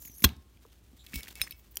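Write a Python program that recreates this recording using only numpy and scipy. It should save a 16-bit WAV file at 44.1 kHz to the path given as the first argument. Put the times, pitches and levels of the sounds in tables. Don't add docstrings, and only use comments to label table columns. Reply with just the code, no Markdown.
import sys
import numpy as np
from scipy import signal
from scipy.fft import rfft, irfft
from scipy.io import wavfile
from scipy.ndimage import uniform_filter1d

SR = 44100
rng = np.random.default_rng(int(sys.argv[2]) if len(sys.argv) > 2 else 0)


def to_wav(s):
    ch = np.atleast_2d(s).T
    pcm = np.round(np.clip(ch, -1, 1) * 32767)
    wavfile.write(sys.argv[1], SR, pcm.astype(np.int16))


N = 79380
T = np.arange(N) / SR

# frequency in Hz, relative level in dB.
RUMBLE_COLOUR = [(15, -57), (25, -26.5), (42, -2), (64, 1.5), (153, -12.5), (285, -14), (384, -18),
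                 (451, -23), (641, -26), (2110, -32.5), (3160, -30.5), (4870, -35), (16000, -38.5)]
RUB_COLOUR = [(300, 3.5), (800, -4.5), (2400, -1.5), (4000, -2.5), (7500, -4.5), (11000, -7.5),
              (15000, -1.5), (17000, -16.5)]
SCRAPE_COLOUR = [(200, 12), (600, -18), (1500, -15.5), (2400, 1), (4000, -1.5), (7500, -4), (12000, -4),
                 (15000, 1.5), (17000, -0.5)]
LEAK_COLOUR = [(500, -14.5), (2700, -18.5), (4700, -12.5), (6600, -2.5), (8200, -17), (9600, -5.5),
               (10400, -9.5), (11500, 2.5), (15500, -1), (17000, -9)]
POP_COLOUR = [(150, -7), (350, 2), (550, -18.5), (850, -18), (1050, -2), (3500, -1.5), (5500, -6),
              (8200, -6), (10300, -11), (12500, 6), (15500, 0), (17000, -19.5)]
# time in seconds, level in dB.
RUB_LEVEL = [(.4, -76), (.62, -74.5), (.7, -68.5), (.8, -74.5), (.96, -69.5), (1.05, -64.5), (1.11, -60),
             (1.19, -53), (1.25, -56.5), (1.29, -54.5), (1.34, -62), (1.4, -54), (1.49, -60), (1.6, -67.5),
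             (1.69, -69), (1.74, -65.5), (1.8, -58.5)]
LEAK_LEVEL = [(0, -53.5), (.035, -51.5), (.09, -53), (.128, -58), (.16, -56.5), (.185, -52.5),
              (.217, -54.5), (.224, -37.5), (.24, -44)]
# centre in seconds, level in dB, half length in seconds.
SLIDES = [(1.588, -63, 0.031), (1.713, -61, .003), (1.721, -60, .009)]
# centre and half length in seconds, pitch in Hz, level in dB.
SQUEAKS = [(.72, 0.037, 3106, -75), (1.011, 0.023, 3590, -60)]
# start in seconds, level in dB, pitch in Hz, T60 in seconds.
JOLTS = [(0.053, -49, 242, 0.04), (.097, -45.5, 243, 0.031), (0.2228, -33, 210, 0.047),
         (0.2418, -14.5, 246.4, 0.042), (0.2485, -12, 72.8, 0.1), (0.2511, -23, 190, .05),
         (.2512, -24, 359.6, 0.042), (.298, -42, 125, 0.16), (.375, -42, 79.6, 0.1),
         (0.653, -48.5, 450, .04), (0.933, -46.5, 242, 0.038), (1.139, -36, 227, 0.047),
         (1.158, -44, 250, 0.062), (1.16, -27.5, 62.3, 0.13), (1.409, -34.5, 62.4, 0.063),
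         (1.531, -46, 74, 0.091), (1.771, -54, 380, 0.07)]
# start in seconds, level in dB, hold in seconds.
SCRAPES = [(1.139, -43, .002), (1.141, -40, 0.0027), (1.1505, -44.5, .003), (1.156, -35.5, 0.0044),
           (1.173, -49, 0.013)]
# start in seconds, knock in dB, its pitch in Hz, crack in dB.
TICKS = [(.051, -50.5, 2640, -45), (.076, -51.5, 1880, -66), (.096, -54, 2670, -71),
         (0.195, -52.5, 2160, -53), (0.222, -39.5, 2400, -37), (0.2905, -38.5, 2974, -37.5),
         (.333, -52, 1870, -57), (.366, -57.5, 4500, -52), (0.572, -58, 2504, -58.5), (.65, -52, 1000, -61),
         (.665, -71.5, 3200, -53), (1.0647, -44.5, 3600, -44), (1.068, -47.5, 3000, -42.5),
         (1.086, -59, 3500, -54.5), (1.134, -38.5, 2130, -42), (1.187, -49, 1810, -55),
         (1.207, -44, 2420, -38), (1.2324, -39.5, 3930, -34), (1.241, -50, 3000, -50),
         (1.258, -39.5, 2100, -46), (1.272, -45, 2010, -62), (1.2815, -35.5, 2500, -37.5),
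         (1.288, -51, 3070, -52), (1.3047, -45, 3280, -73), (1.355, -56, 3100, -33.5),
         (1.387, -53.5, 702, -60), (1.397, -44, 2100, -60), (1.403, -42, 2180, -51),
         (1.411, -40, 2480, -39), (1.469, -40.5, 1310, -59), (1.4744, -41, 2090, -60),
         (1.524, -42, 3340, -44)]
# frequency in Hz, level in dB, T60 in seconds.
GLASS_MODES = [(2235, -1.5, 0.27), (2620, -3.5, .3), (5340, -12.5, 0.29), (11600, -16, .13)]
NECK_AIR_MODES = [(1065, -20.5, 0.035), (1070, -58, 0.65)]
BENT_CAP_MODES = [(1610, -26.5, 0.019), (2563, -30.5, 0.026), (2712, -24.5, 0.044), (4045, -25.5, 0.03),
                  (4192, -23, .02), (5170, -34, .03), (5500, -30, 0.029), (6260, -24, 0.018),
                  (6840, -29.5, .025), (9350, -29.5, .018), (12510, -26, 0.022), (13600, -30, .022),
                  (14210, -26, 0.026), (14720, -26, .018)]
FREED_CAP_MODES = [(3334, -16.5, .04), (3490, -26.5, .022)]
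LOOSE_CAP_MODES = [(1580, -22, 0.01), (2450, -9.5, 0.019), (2546, 2, 0.013), (3500, -6.5, .02),
                   (3875, 3.5, .016), (4240, -37, 0.23), (5244, -6.5, 0.09), (6056, -22.5, 0.13),
                   (6640, -25.5, 0.13), (8550, -18, 0.067), (8770, -14, 0.097), (9200, -10.5, 0.047),
                   (9200, -15.5, 0.073), (11700, -16, 0.053), (12900, -23, 0.026)]
SEATED_CAP_MODES = [(3165, -3.5, 0.019), (5790, -1.5, 0.015), (7070, -4, 0.0081), (8800, -2, 0.0092),
                    (9950, -13, 0.02), (12030, -2, 0.014), (12200, -8, .032), (14060, -9, .033),
                    (14900, -3, .022)]
# start in seconds, gain in dB.
GLASS_TOUCHES = [(.245, -54), (1.069, -63.5), (1.14, -40.5), (1.16, -42.5), (1.355, -50.5), (1.511, -57)]
CRIMP_SNAPS = [(0.2401, -3), (0.2403, -7), (0.243, 5.5), (0.2455, -3), (0.2472, 2.5), (0.2491, -3)]
# start in seconds, ring and knock in dB, knock pitch in Hz, crack in dB.
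CLINKS = [(1.4157, -21.5, -28.5, 2440, -25.5), (1.509, -46, -29.5, 3900, -33),
          (1.5199, -49.5, -46, 5160, -46)]
# start in seconds, gain in dB, low cut in Hz.
CLICKS = [(1.7573, -39.5, 9050), (1.7705, -28, 1950)]
# time in seconds, pitch in Hz, level in dB.
LOW_WHISTLE = [(0, 7015, -62), (.04, 7390, -62), (.062, 6820, -56.5), (.08, 6480, -57.5), (.125, 5850, -63),
               (.15, 6320, -60.5), (.19, 6430, -66.5)]
HIGH_WHISTLE = [(.14, 8370, -70), (0.159, 9100, -56.5), (.171, 11800, -55.5), (0.187, 11100, -52.5),
                (.205, 10800, -57.5), (.222, 11300, -56)]
SIDE_WHISTLES = [
    [(.003, 10500, -66), (.016, 9300, -57.5), (.032, 8500, -83)],
    [(.135, 6000, -67), (.16, 5000, -66)],
    [(.172, 6700, -67.5), (.19, 5400, -62.5)],
    [(.178, 12300, -57), (.215, 11500, -53.5)],
]

POP_S, POP_ATTACK_S, CAP_FREE_S = .24, .002, .2488
TICK_T60_S, KNOCK_SPREAD = .0053, 1.22
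WHISTLE_WIDTH_HZ, WHISTLE_WOBBLE = 210, .0063
RUMBLE_DB, HUM_DB, HUM_HZ = -60.5, -60.5, 57.5
CAP_LOW_HZ, MIC_LOW_HZ, TOP_HZ, CEILING = 1440, 44.2, 15850, .85


def amp(db):
    return 10 ** (np.asarray(db) / 20)


def unit(x):
    return x / np.sqrt(np.mean(x ** 2))


def noise():
    return rng.standard_normal(N)


def band(x, lo_hz, hi_hz):
    sos = signal.butter(2, [lo_hz, min(hi_hz, SR / 2 - 1)], "band", fs=SR, output="sos")
    return signal.sosfilt(sos, x)


def colour(x, points):
    hz, db = np.array(points).T
    gain = amp(np.interp(np.log(np.fft.rfftfreq(N, 1 / SR) + 1), np.log(hz), db))
    return unit(irfft(rfft(x) * gain, N))


def walk(hz):
    return unit(irfft(rfft(noise()) * np.exp(-(np.fft.rfftfreq(N, 1 / SR) / hz) ** 2), N))


def grains(per_s):
    return unit(noise() * (rng.random(N) < per_s / SR))


def fade(t60, hold=0):
    return np.exp(-np.log(1000) * np.clip((T - hold) / t60, 0, 10))


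def at(s, x):
    return np.concatenate([np.zeros(max(int(s * SR), 0)), x])[:N]


def burst(lo_hz, hi_hz, t60):
    return band(noise() * fade(t60), lo_hz, hi_hz) * np.sqrt(SR / 2 / (hi_hz - lo_hz))


def ring(modes):
    return sum(amp(db) * fade(t60) * np.sin(2 * np.pi * hz * T) for hz, db, t60 in modes)


def cap_ring(modes):
    return signal.sosfilt(signal.butter(4, CAP_LOW_HZ, "high", fs=SR, output="sos"), ring(modes))


def room_tone():
    hum = np.sqrt(2) * np.sin(2 * np.pi * HUM_HZ * T + 1.2 * walk(2.6)) * amp(HUM_DB + 1.1 * walk(6))
    return amp(RUMBLE_DB) * colour(noise(), RUMBLE_COLOUR) + hum


def room_tail(x):
    def tail(lo_hz, hi_hz, db, t60):
        reflections = unit(noise() * fade(t60) * np.minimum(T / .011, 1))
        return amp(db) * band(reflections, lo_hz, hi_hz) / np.sqrt(N)
    phase_drift = 3.2 * walk(hz=194)
    blurred = np.real(signal.hilbert(band(x, 350, 20000)) * np.exp(1j * phase_drift))
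    mids = tail(450, 1300, db=-16.5, t60=.26) + tail(1200, 5500, db=-24.5, t60=.26)
    treble = tail(6900, 16000, db=-27, t60=.15)
    bass = tail(90, 400, db=-16, t60=.39)
    return (signal.fftconvolve(blurred, mids + treble) + signal.fftconvolve(x, bass))[:N]


def grip():
    level_db = np.interp(T, *np.array(RUB_LEVEL).T) + 3.8 * walk(50)
    rub = colour(grains(per_s=3500), RUB_COLOUR) * amp(level_db)
    slides = sum(amp(db) * np.exp(-((T - s) / half_s) ** 2) for s, db, half_s in SLIDES)
    return rub + slides * unit(band(noise(), 12800, 16400))


def squeaks():
    out = 0
    for s, half_s, hz, db in SQUEAKS:
        swell = np.exp(-((T - s) / half_s) ** 2)
        for k in range(4):
            harmonic = unit(band(noise(), (k + 1) * hz - 200, (k + 1) * hz + 400))
            out += amp(db - 7 * k) * harmonic * swell
    return out


def jolts():
    return sum(at(s, ring([(hz, db, t60)])) for s, db, hz, t60 in JOLTS)


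def scrapes():
    grit = colour(grains(per_s=5000), SCRAPE_COLOUR)
    return grit * sum(at(s, amp(db) * fade(t60=.039, hold=hold)) for s, db, hold in SCRAPES)


def ticks():
    out = 0
    for s, knock_db, hz, crack_db in TICKS:
        knock = amp(knock_db) * burst(hz / KNOCK_SPREAD, hz * KNOCK_SPREAD, t60=.012)
        crack = amp(crack_db) * burst(2500, 19000, TICK_T60_S)
        out += at(s, knock + crack)
    return out


def clinks():
    glass, cap = ring(GLASS_MODES), cap_ring(LOOSE_CAP_MODES)
    out = sum(at(s, amp(db) * glass) for s, db in GLASS_TOUCHES)
    for s, ring_db, knock_db, hz, crack_db in CLINKS:
        knock = amp(knock_db) * burst(hz / .88, hz * 1.18, TICK_T60_S)
        crack = amp(crack_db) * burst(11500, 14200, t60=.014)
        out += at(s, amp(ring_db) * cap + knock + crack)
    return out


def clicks():
    cap = ring(SEATED_CAP_MODES)
    out = 0
    for s, db, lo_hz in CLICKS:
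        crack = amp(11) * noise() * fade(t60=.0035)
        out += at(s, amp(db) * band(cap + crack, lo_hz, 16900))
    return out


def whistle(curve):
    s, hz, db = np.array(curve).T
    pitch_hz = np.interp(T, s, hz) * (1 + WHISTLE_WOBBLE * walk(50))
    phase = 2 * np.pi * np.cumsum(pitch_hz) / SR
    tone = walk(WHISTLE_WIDTH_HZ) * np.sin(phase) + walk(WHISTLE_WIDTH_HZ) * np.cos(phase)
    return tone * uniform_filter1d(np.interp(T, s, amp(db), left=0, right=0), size=300)


def leak():
    level_db = np.interp(T, *np.array(LEAK_LEVEL).T) + 3.6 * walk(60)
    hiss = colour(noise(), LEAK_COLOUR) * amp(level_db) * fade(t60=.01, hold=POP_S)
    return hiss + sum(whistle(curve) for curve in [LOW_WHISTLE, HIGH_WHISTLE] + SIDE_WHISTLES)


def pop():
    envelope = np.minimum(T / POP_ATTACK_S, 1) * fade(t60=.015, hold=.0064)
    rush = at(POP_S, amp(-14) * colour(noise(), POP_COLOUR) * envelope)
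    neck = at(POP_S + POP_ATTACK_S, ring(NECK_AIR_MODES))
    cap = cap_ring(BENT_CAP_MODES)
    snaps = 0
    for s, db in CRIMP_SNAPS:
        crack = amp(-10.5) * burst(2900, 25000, t60=.003)
        snaps += at(s, amp(db) * (cap + crack))
    ping = at(CAP_FREE_S, cap_ring(FREED_CAP_MODES))
    return rush + neck + snaps + ping


def scene():
    near = grip() + squeaks() + jolts() + scrapes() + ticks() + clinks() + clicks() + leak() + pop()
    return (room_tone() + room_tail(near) + near)[None]


def record(dry):
    thin = signal.sosfilt(signal.butter(3, MIC_LOW_HZ, "high", fs=SR, output="sos"), dry)
    rounded = thin / (1 + (thin / CEILING) ** 4) ** (1 / 4)
    return signal.sosfilt(signal.ellip(12, .2, 95, TOP_HZ, fs=SR, output="sos"), rounded)


dry = scene()
out = record(dry)
to_wav(out)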